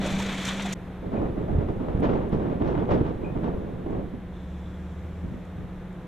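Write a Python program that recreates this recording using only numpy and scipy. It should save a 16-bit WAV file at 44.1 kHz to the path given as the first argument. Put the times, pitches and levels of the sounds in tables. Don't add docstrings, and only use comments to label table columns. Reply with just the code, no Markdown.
import sys
import numpy as np
from scipy import signal
from scipy.fft import rfft, irfft, next_fast_len
from scipy.io import wavfile
from scipy.ndimage import uniform_filter1d, map_coordinates

SR = 44100
rng = np.random.default_rng(int(sys.argv[2]) if len(sys.argv) > 2 else 0)


def transcribe(u):
    v = np.clip(np.atleast_2d(u).T, -1, 1)
    q = np.round(v * 32767).astype(np.int16)
    wavfile.write(sys.argv[1], SR, q)


N = 267687
TIME = np.arange(N) / SR
POUR_ATTACK_S = 0.016

# f/Hz, level/dB
THUD_SPECTRUM = [(15, -7), (35, -1.5), (100, -2), (150, -3.5), (250, -10), (600, -76.5)]
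# f/Hz, left-right coherence
FALL_COHERENCE = [(30, .97), (65, .91), (130, .82), (250, .72), (500, .73), (1000, .55), (2000, .48),
                  (3500, .75), (6000, .2), (12000, .05)]
# t/s, hold/s, brick level/dB, grit level/dB
POURS = [(1.018, 0.13, -37.5, -69), (1.118, 0.13, -28.5, -44.5), (1.36, 0.05, -32.5, -48),
         (1.482, 0.14, -31.5, -48.5), (1.673, 0.014, -31, -46), (1.791, 0.19, -33, -46.5),
         (2.016, 0.028, -24.5, -34), (2.082, 0.06, -25, -38.5), (2.164, 0.079, -31.5, -45),
         (2.311, 0.024, -26.5, -42), (2.387, 0.13, -29, -43.5), (2.596, 0.21, -27, -40),
         (2.871, 0.018, -31, -41), (2.896, 0.018, -22.5, -33), (2.961, 0.084, -31, -42),
         (3.053, .03, -39.5, -44.5), (3.204, 0.05, -34, -50), (3.335, 0.046, -34.5, -48),
         (3.418, 0.051, -29.5, -42.5), (3.523, 0.35, -39, -61), (3.858, 0.066, -36, -52.5),
         (3.915, 0.059, -30.5, -51), (4.126, 0.019, -50, -71)]
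# t/s, thump level/dB, f/Hz, rumble level/dB
SLABS = [(1.509, -21.5, 125, -38), (1.532, -20, 105, -36), (1.553, -14, 62, -30), (1.582, -12, 80, -28.5),
         (1.659, -21.5, 60, -42), (1.947, -16, 66, -26), (2.051, -17.5, 95, -32), (2.327, -21.5, 59.6, -31),
         (2.361, -22, 85, -34.5), (2.614, -20, 100, -42), (2.706, -23.5, 55, -37), (2.915, -16, 83, -38),
         (2.986, -28, 115, -30.5), (3.009, -19, 121, -31)]


def amp(db):
    return 10 ** (np.asarray(db) / 20)


def unit(x):
    return x / np.sqrt(np.mean(x ** 2) + 1e-20)


def along(points, hz):
    f, v = np.transpose(points)
    return np.interp(np.log(hz + 1), np.log(f + 1), v)


def curves(rows):
    s, *cols = np.transpose(rows)
    return [np.interp(TIME, s, c) for c in cols]


def during(rows, fade_s):
    return np.clip(1 + np.minimum(TIME - rows[0][0], rows[-1][0] - TIME) / fade_s, 0, 1)


def swell(s, hold_s, db, attack_s, t60_s):
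    t = TIME - s
    return np.clip(t / attack_s, 0, 1) * amp(db - 60 * np.clip(t - attack_s - hold_s, 0, None) / t60_s)


def swells(rows, attack_s, t60_s):
    return np.sqrt(sum(swell(s, hold_s, db, attack_s, t60_s) ** 2 for s, hold_s, db in rows))


def wobble(rate_hz):
    return map_coordinates(rng.standard_normal(int(N * rate_hz / SR) + 4), [TIME * rate_hz])


def filtered(x, response):
    n = x.shape[-1]
    m = next_fast_len(n + 8192)
    return irfft(rfft(x, m) * response(np.fft.rfftfreq(m, 1 / SR)), m)[..., :n]


def resonance(hz, centre_hz, width_hz):
    return 1 / (1 + ((hz - centre_hz) / (width_hz / 2)) ** 2)


def add(track, s, sound):
    part = track[..., max(round(s * SR), 0):][..., :sound.shape[-1]]
    part += sound[..., :part.shape[-1]]


def tone(hz):
    return np.sqrt(2) * np.sin(2 * np.pi * (np.cumsum(hz) / SR + rng.random()))


def noise():
    return rng.standard_normal((2, N))


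def shower(rate_hz, spread_db, blur):
    hits = (rng.random(N) < rate_hz / SR) * amp(spread_db * np.clip(rng.standard_normal(N), -2, 2))
    echo = np.sqrt(signal.lfilter([1], [1, -np.exp(-1 / (0.032 * SR))], hits ** 2))
    return unit(hits * noise()) + blur * unit(echo * noise())


def stereo(pair, spectrum, coherence):
    def response(hz):
        angle = np.arccos(np.clip(along(coherence, hz), -1, 1)) / 2
        return amp(along(spectrum, hz)) * [np.cos(angle), np.sin(angle)]
    mid, side = filtered(pair, response)
    return np.array([mid + side, mid - side]) / np.std(mid)


def steadied(x, span_s):
    return x / np.sqrt(np.abs(uniform_filter1d(np.mean(x ** 2, 0), int(span_s * SR))) + 1e-6)


def taps(rows, t60_s, width_ratio, rise_s):
    out, t = np.zeros(N), np.arange(SR // 6) / SR
    for s, db, hz in rows:
        ring = unit(filtered(rng.standard_normal(len(t)), lambda f: resonance(f, hz, width_ratio * hz)))
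        add(out, s, amp(db - 60 * t / t60_s) * (1 - np.exp(-t / rise_s)) * ring)
    return out


def thumps(rows, rise_cycles, highpass_hz=22):
    out, t = np.zeros(N), np.arange(SR // 8) / SR
    for s, db, hz, *_ in rows:
        age = t * hz / rise_cycles
        add(out, s, amp(db) * age * np.exp(1 - age) * np.sin(2 * np.pi * hz * t))
    return filtered(out, lambda f: 1j * f / (highpass_hz + 1j * f))


def walls(x):
    # f/Hz, t60/s
    decay = [(100, .5), (1000, 0.66), (4000, 0.63), (12000, .12)]
    hz, t, bins = signal.stft(rng.standard_normal((2, SR // 2)), SR, nperseg=256)
    tail = signal.istft(bins * amp(-60 * t / along(decay, hz)[:, None]), SR, nperseg=256)[1]
    return signal.fftconvolve(x[None], tail / np.linalg.norm(tail[0]), axes=1)[:, :N]


def town():
    # f/Hz, level/dB
    spectrum = [(20, -8), (40, 0.5), (100, -3), (150, -6), (250, -10.5), (450, -13.5), (900, -21),
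                (1900, -27), (2900, -35.5), (3600, -36), (4700, -48.5), (6000, -48.5), (8500, -52),
                (14000, -52.5)]
    # f/Hz, left-right coherence
    coherence = [(40, .96), (250, .93), (600, .9), (1000, .84), (2500, .75), (3600, .78), (5000, .15),
                 (6500, .3), (9000, 0)]
    # t/s, level/dB
    envelope = [(.75, -38), (1.1, -40), (3.6, -40.5), (4.3, -41.5), (5, -41), (5.5, -40.5), (6.07, -41)]
    # f/Hz, level/dB
    partials = [(183.55, -42), (167.6, -47), (300, -56.5), (335, -60.5), (366, -61), (499.5, -58.5)]
    level_db, = curves(envelope)
    traffic = amp(level_db + 0.14 * wobble(5.3)) * stereo(noise(), spectrum, coherence)
    idle = sum(amp(db + wobble(6.5)) * tone(hz * (1 + 0.00405 * wobble(6.6))) for hz, db in partials)
    return traffic + idle


def lorry():
    # t/s, firing f/Hz, level/dB
    run_up = [(3.7, 59.9, -58), (4.3, 68.3, -47), (4.5, 71.04, -37.5), (5.1, 78.9, -39),
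              (5.3, 81.85, -40.5), (5.5, 84.7, -45), (5.63, 84.4, -37), (5.72, 85.7, -53)]
    hz, db = curves(run_up)
    engine = amp(db + 0.4 * wobble(6.4)) * (tone(hz) + amp(-18) * tone(2 * hz))
    return engine * during(run_up, fade_s=0.29)


def wind():
    # t/s, hold/s, level/dB
    gusts = [(5.215, 0.024, -35.5), (5.295, 0.056, -36), (5.565, .06, -39)]
    # t/s, level/dB, f/Hz
    bumps = [(5.243, -29, 165), (5.25, -32, 52), (5.319, -27, 161), (5.585, -31, 129), (5.617, -34, 84.9)]
    # f/Hz, level/dB
    spectrum = [(20, -12), (50, 0), (140, 6), (300, -5), (600, -18), (2000, -44), (6000, -120)]
    rumble = stereo(noise(), spectrum, coherence=[(60, 1.0), (300, 0.54)])
    gain = swells(gusts, attack_s=0.026, t60_s=0.23) * amp(0.77 * wobble(25))
    return gain * steadied(rumble, span_s=0.039) + thumps(bumps, rise_cycles=0.66)


def lens_motor(width_hz=310):
    # t/s, whir level/dB, f/Hz, gear level/dB
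    run = [(4.28, -100, 3570, -100), (4.34, -65.8, 3530, -77), (4.45, -68.5, 3496, -75),
           (4.6, -68, 3460, -73), (4.79, -69.5, 3400, -74), (4.88, -75, 3370, -74), (5.4, -81, 3380, -76),
           (5.7, -95, 3350, -83)]
    # f/Hz, level/dB
    spectrum = [(4300, -13.5), (5500, 0), (6600, -3.5), (7600, -2), (8400, -12), (12000, -16)]
    whir_db, hz, gear_db = curves(run)
    rasp = unit(filtered(rng.standard_normal(N), lambda f: resonance(f, 0, width_hz)))
    whir = rasp * (tone(hz) + .3 * tone(1.14 * hz))
    gears = stereo(noise(), spectrum, coherence=[(6000, .5)])
    return amp(whir_db - wobble(60)) * whir + amp(gear_db) * gears


def ticks():
    # t/s, level/dB, f/Hz
    events = [(2.003, -51.5, 9000), (2.293, -55, 8600), (3.414, -63, 8160), (3.908, -60, 6500),
              (5.452, -58, 7100), (5.928, -57, 6960)]
    return taps(events, t60_s=0.0086, width_ratio=0.44, rise_s=.0004)


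def excavator(rumble_settle_s=0.24):
    # t/s, firing f/Hz, level/dB
    engine = [(0.0, 194, -24.5), (0.038, 193.2, -35), (0.09, 192.7, -31), (0.11, 191.6, -40),
              (0.13, 193, -28.5), (0.276, 194, -31), (0.448, 186.8, -39), (0.458, 187.5, -32.5),
              (0.622, 197.6, -34), (0.725, 189.7, -32)]
    # f/Hz, level/dB
    rumble_spectrum = [(20, -2.5), (40, -9), (62, 6.5), (85, -8.5), (125, 0), (170, -1), (250, -4),
                       (420, -8), (620, -9), (800, -14), (1100, -27), (2000, -61)]
    # f/Hz, left-right coherence
    coherence = [(50, .92), (200, .96), (700, .95), (1800, .92), (3500, .96), (5000, .7), (7500, .88),
                 (12000, .6)]
    # t/s, level/dB
    flow = [(0, -39.5), (.1, -37), (.33, -38), (.45, -38), (.52, -37), (.56, -39), (.73, -41)]
    # t/s, hold/s, fine level/dB, coarse level/dB
    spurts = [(0.06, 0.015, -43.5, -40), (0.112, 0.059, -54, -52), (0.185, 0.035, -46, -38.5),
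              (.222, .005, -41.5, -47), (0.261, .006, -46, -52), (0.288, 0.011, -52, -34),
              (0.342, .004, -48.5, -50), (0.372, 0.019, -54, -38.5), (.43, 0.0044, -48, -50),
              (0.448, 0.0056, -38, -50), (0.463, 0.028, -41, -48), (0.491, 0.027, -51, -39),
              (0.596, 0.014, -55, -39), (0.62, .008, -45, -52), (0.656, 0.0064, -47, -36.5),
              (0.724, 0.019, -36, -49)]
    # f/Hz, level/dB
    hiss_spectrum = [(500, -18), (900, 2.5), (1500, 1.5), (2400, 2.5), (2750, -3), (3500, 2.5),
                     (4100, -4.5), (5000, -14.5), (7000, -33)]
    # f/Hz, level/dB
    fizz_spectrum = [(3800, -5), (5000, -8), (5700, 2), (7500, 0), (8300, -7), (9200, -8), (10500, -17.5),
                     (12500, -14.5), (14500, -36)]
    # f/Hz, width/Hz, level/dB
    modes = [(1970, 22, -53), (2300, 110, -51), (2510, 36, -60), (3140, 24, -72), (3520, 36, -63),
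             (3860, 29, -73)]
    # t/s, level/dB, f/Hz
    blows = [(.047, -20.5, 610), (.058, -31, 454), (.197, -30, 900), (.483, -26, 3300), (.651, -24, 754)]
    hz, drone_db = curves(engine)
    drone = amp(drone_db) * tone(hz + 1.85 * wobble(23.6))
    rumble_db = -36 + 5.5 * np.exp(-(TIME / rumble_settle_s) ** 2)
    rumble = amp(rumble_db) * steadied(stereo(noise(), rumble_spectrum, coherence), span_s=0.11)
    jolt = swell(0.106, hold_s=0.028, db=-30, attack_s=0.012, t60_s=0.2)
    thump = jolt * steadied(stereo(noise(), THUD_SPECTRUM, coherence), span_s=0.043)

    hiss_db, = curves(flow)
    spurt_shape = dict(attack_s=0.0025, t60_s=0.028)
    coarse_spurts = swells([(s, hold, db) for s, hold, _, db in spurts], **spurt_shape)
    coarse = np.hypot(amp(hiss_db + 0.61 * wobble(41.8)), coarse_spurts)
    hiss = coarse * stereo(shower(rate_hz=1500, spread_db=4.5, blur=1.8), hiss_spectrum, coherence)
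    fine_spurts = swells([(s, hold, db) for s, hold, db, _ in spurts], **spurt_shape)
    fine = np.hypot(amp(hiss_db - 10.5 + 1.2 * wobble(92.5)), fine_spurts)
    fizz = fine * stereo(shower(rate_hz=3000, spread_db=6, blur=1.7), fizz_spectrum, coherence)
    spray = hiss * amp([[.5], [-.5]]) + fizz * amp([[-.7], [.7]])

    def steel_response(f):
        return sum(amp(db) * np.sqrt(SR / 2 / width) * resonance(f, centre, width)
                   for centre, width, db in modes)
    steel = filtered(rng.standard_normal(N), steel_response)
    clanks = taps(blows, t60_s=0.069, width_ratio=0.23, rise_s=0.0056)
    return drone + rumble + thump + steel + clanks + spray


def squeaks(waver=0.011, chatter_db=3, third_db=-32):
    # t/s, level/dB
    events = [(1.165, -50), (3.244, -42.5)]
    # f/Hz, relative level/dB, t60/s
    modes = [(2420, -4, 0.15), (2477, 1, 0.16)]
    out, t = np.zeros(N), np.arange(SR // 3) / SR
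    attack = 1 - np.exp(-t / .002)
    for s, db in events:
        for hz, mode_db, t60_s in modes:
            phase = 2 * np.pi * np.cumsum(hz * (1 + waver * wobble(500)[:len(t)])) / SR
            level_db = db + mode_db - 60 * t / t60_s + chatter_db * wobble(170)[:len(t)]
            add(out, s, amp(level_db) * attack * (np.sin(phase) + amp(third_db) * np.sin(3 * phase)))
    return out + amp(-8) * walls(out)


def debris(spectrum, rate_hz, spread_db, blur, span_s):
    return steadied(stereo(shower(rate_hz, spread_db, blur), spectrum, FALL_COHERENCE), span_s)


def grit_flow():
    return swells([(s, hold, db) for s, hold, _, db in POURS], POUR_ATTACK_S, t60_s=0.3)


def crunch():
    # t/s, hold/s, level/dB
    crushes = [(2.025, 0.011, -57), (2.09, .04, -64), (2.318, .006, -57.5), (2.48, .015, -72),
               (2.635, 0.064, -64), (2.666, 0.0044, -60), (2.897, 0.024, -53.5), (3.05, .02, -65),
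               (3.43, .008, -64)]
    # f/Hz, level/dB
    spectrum = [(1500, -15), (3000, 14.5), (4000, 7), (4800, 4), (5800, 2.5), (7200, -8), (8500, -15.5),
                (12000, -27)]
    gain = np.hypot(swells(crushes, attack_s=0.011, t60_s=0.24), amp(-34) * grit_flow())
    return gain * debris(spectrum, rate_hz=2100, spread_db=7, blur=1.2, span_s=.04)


def lumps(ring_db=-2, ring_t60_s=0.071):
    # t/s, level/dB, relative bass/dB, relative crack/dB, ring f/Hz
    landings = [(1.061, -35.5, -9, 0, 298), (1.118, -29, -13, -4, 323), (1.137, -25.5, -14, -7, 226),
                (1.216, -22.5, -9, -6, 298), (1.374, -24, -8, -16, 236), (1.481, -22.5, -13, -7, 210),
                (1.608, -23.5, -11, -2.5, 302), (1.686, -23, -6, -12, 212), (1.805, -24.5, -14, -22, 248),
                (1.883, -24.5, -12, -5.5, 345), (1.999, -20, -2.5, -20, 264), (2.021, -19, -17, -11, 276),
                (2.033, -24, -13, -5, 400), (2.042, -17, -14, -4.5, 345), (2.09, -22, -17, -3, 225),
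                (2.152, -29, -11, -16, 333), (2.327, -21, -1, -6, 205), (2.418, -26, -14, -7, 450),
                (2.453, -31, -7, -5, 308), (2.612, -16.5, -19.5, -14, 307), (2.688, -25.5, -13, -1.5, 430),
                (2.79, -23.5, -18, -6, 329), (2.823, -29, -15, 0.5, 380), (2.889, -26, -15, 1, 430),
                (2.911, -20.5, -21, 0, 424), (2.942, -14, -21, -7, 430), (2.952, -16.5, -17, -16, 502),
                (2.983, -21, -15.5, -15, 358), (3.004, -19, -7.5, -11, 294), (3.104, -22.5, -11, -13, 250),
                (3.355, -21, -1.5, -20, 344), (3.478, -26, -9, -5, 390), (3.535, -23.5, -4, -21, 200),
                (3.797, -33, -12, -20, 253), (3.861, -24.5, -21, -10.5, 335), (3.904, -21.5, -18, -21, 257),
                (4.137, -28.5, 3, -26, 255)]
    # f/Hz, level/dB
    knock_spectrum = [(60, -7.5), (140, -2), (230, 0), (420, -1), (560, -13), (900, -20), (2500, -70)]
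    # f/Hz, level/dB
    crack_spectrum = [(250, -11), (600, 4.5), (850, -10), (1400, -17), (2500, -35), (5000, -45.5),
                      (9000, -74.5)]
    out, t = np.zeros((2, N)), np.arange(SR // 5) / SR
    def burst(spectrum, t60_s, rise_s):
        coloured = stereo(rng.standard_normal((2, len(t))), spectrum, FALL_COHERENCE)
        return steadied(coloured, span_s=0.02) * amp(-60 * t / t60_s) * (1 - np.exp(-t / rise_s))
    for s, db, bass_db, crack_db, hz in landings:
        knock = amp(-3) * burst(knock_spectrum, t60_s=0.11, rise_s=0.0018)
        ring_gain = amp(ring_db - 60 * t / ring_t60_s) * (1 - np.exp(-t / 0.00092))
        ring = ring_gain * np.sin(2 * np.pi * hz * t)
        push = amp(bass_db) * burst(THUD_SPECTRUM, t60_s=0.13, rise_s=0.006)
        crack = amp(crack_db) * burst(crack_spectrum, t60_s=0.083, rise_s=0.00088)
        add(out, s, amp(db) * (knock + ring + push + crack))
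    return out


def rubble(thud_db=-31.5, reference_load_db=-26, thud_exponent=0.45, slab_lead_s=0.038):
    # f/Hz, level/dB
    brick_spectrum = [(60, -9), (140, -1.5), (230, 1), (420, 0.5), (550, -5.5), (670, -7.5), (900, -15.5),
                      (1400, -28.5), (2500, -43), (5000, -75.5)]
    # f/Hz, level/dB
    grit_spectrum = [(400, -9), (900, 19.5), (1500, 7), (2400, -2), (3600, -8.5), (4800, -24), (6500, -28),
                     (9000, -42)]
    loads = swells([(s, hold, db) for s, hold, db, _ in POURS], POUR_ATTACK_S, t60_s=0.43)
    trickle = swell(1.13, hold_s=2.43, db=-37.5, attack_s=0.088, t60_s=0.48)
    bricks = np.hypot(loads, trickle)
    shaking = swells([(s - slab_lead_s, 0, db) for s, _, _, db in SLABS], slab_lead_s, t60_s=0.57)
    heavy = np.hypot(amp(thud_db) * (bricks / amp(reference_load_db)) ** thud_exponent, shaking)
    thud = heavy * debris(THUD_SPECTRUM, rate_hz=90, spread_db=8.5, blur=0.97, span_s=0.087)
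    tumble = bricks * debris(brick_spectrum, rate_hz=350, spread_db=1, blur=1.8, span_s=0.045)
    grit = grit_flow() * debris(grit_spectrum, rate_hz=900, spread_db=12.5, blur=1.6, span_s=0.077)
    return thud + tumble + grit


def masonry():
    # f/Hz, phase/rad
    lead = [(50, 0), (120, -.12), (250, -.45), (430, -1.0), (700, -1.55), (1050, -2.1), (1600, -1.6),
            (2500, -.45), (3800, 0)]
    # f/Hz, level/dB
    tilt = [(80, -0.5), (220, -5.5), (500, -0.6), (1000, 0), (2000, 3), (6000, 1.5), (10000, 0)]
    sides = [[1], [-1]]
    fall = rubble() + crunch() + lumps() + thumps(SLABS, rise_cycles=.25)
    fall = filtered(fall, lambda hz: np.exp(.5j * along(lead, hz) * sides))
    return filtered(fall, lambda hz: amp(.5 * along(tilt, hz) * sides))


def scene(change_s=.742):
    before = np.clip((change_s - TIME) / 0.0072, 0, 1)
    after = np.clip((TIME - change_s) / 0.011, 0, 1) ** 2
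    foreground = masonry() + ticks()
    first_scene = excavator()
    second_scene = foreground + town() + lorry() + wind() + lens_motor() + squeaks()
    return before * first_scene + after * second_scene


def record(dry, cutoff_hz=14200):
    return filtered(dry, lambda hz: 1 / (1 + (hz / cutoff_hz) ** 80))


dry = scene()
out = record(dry)
transcribe(out)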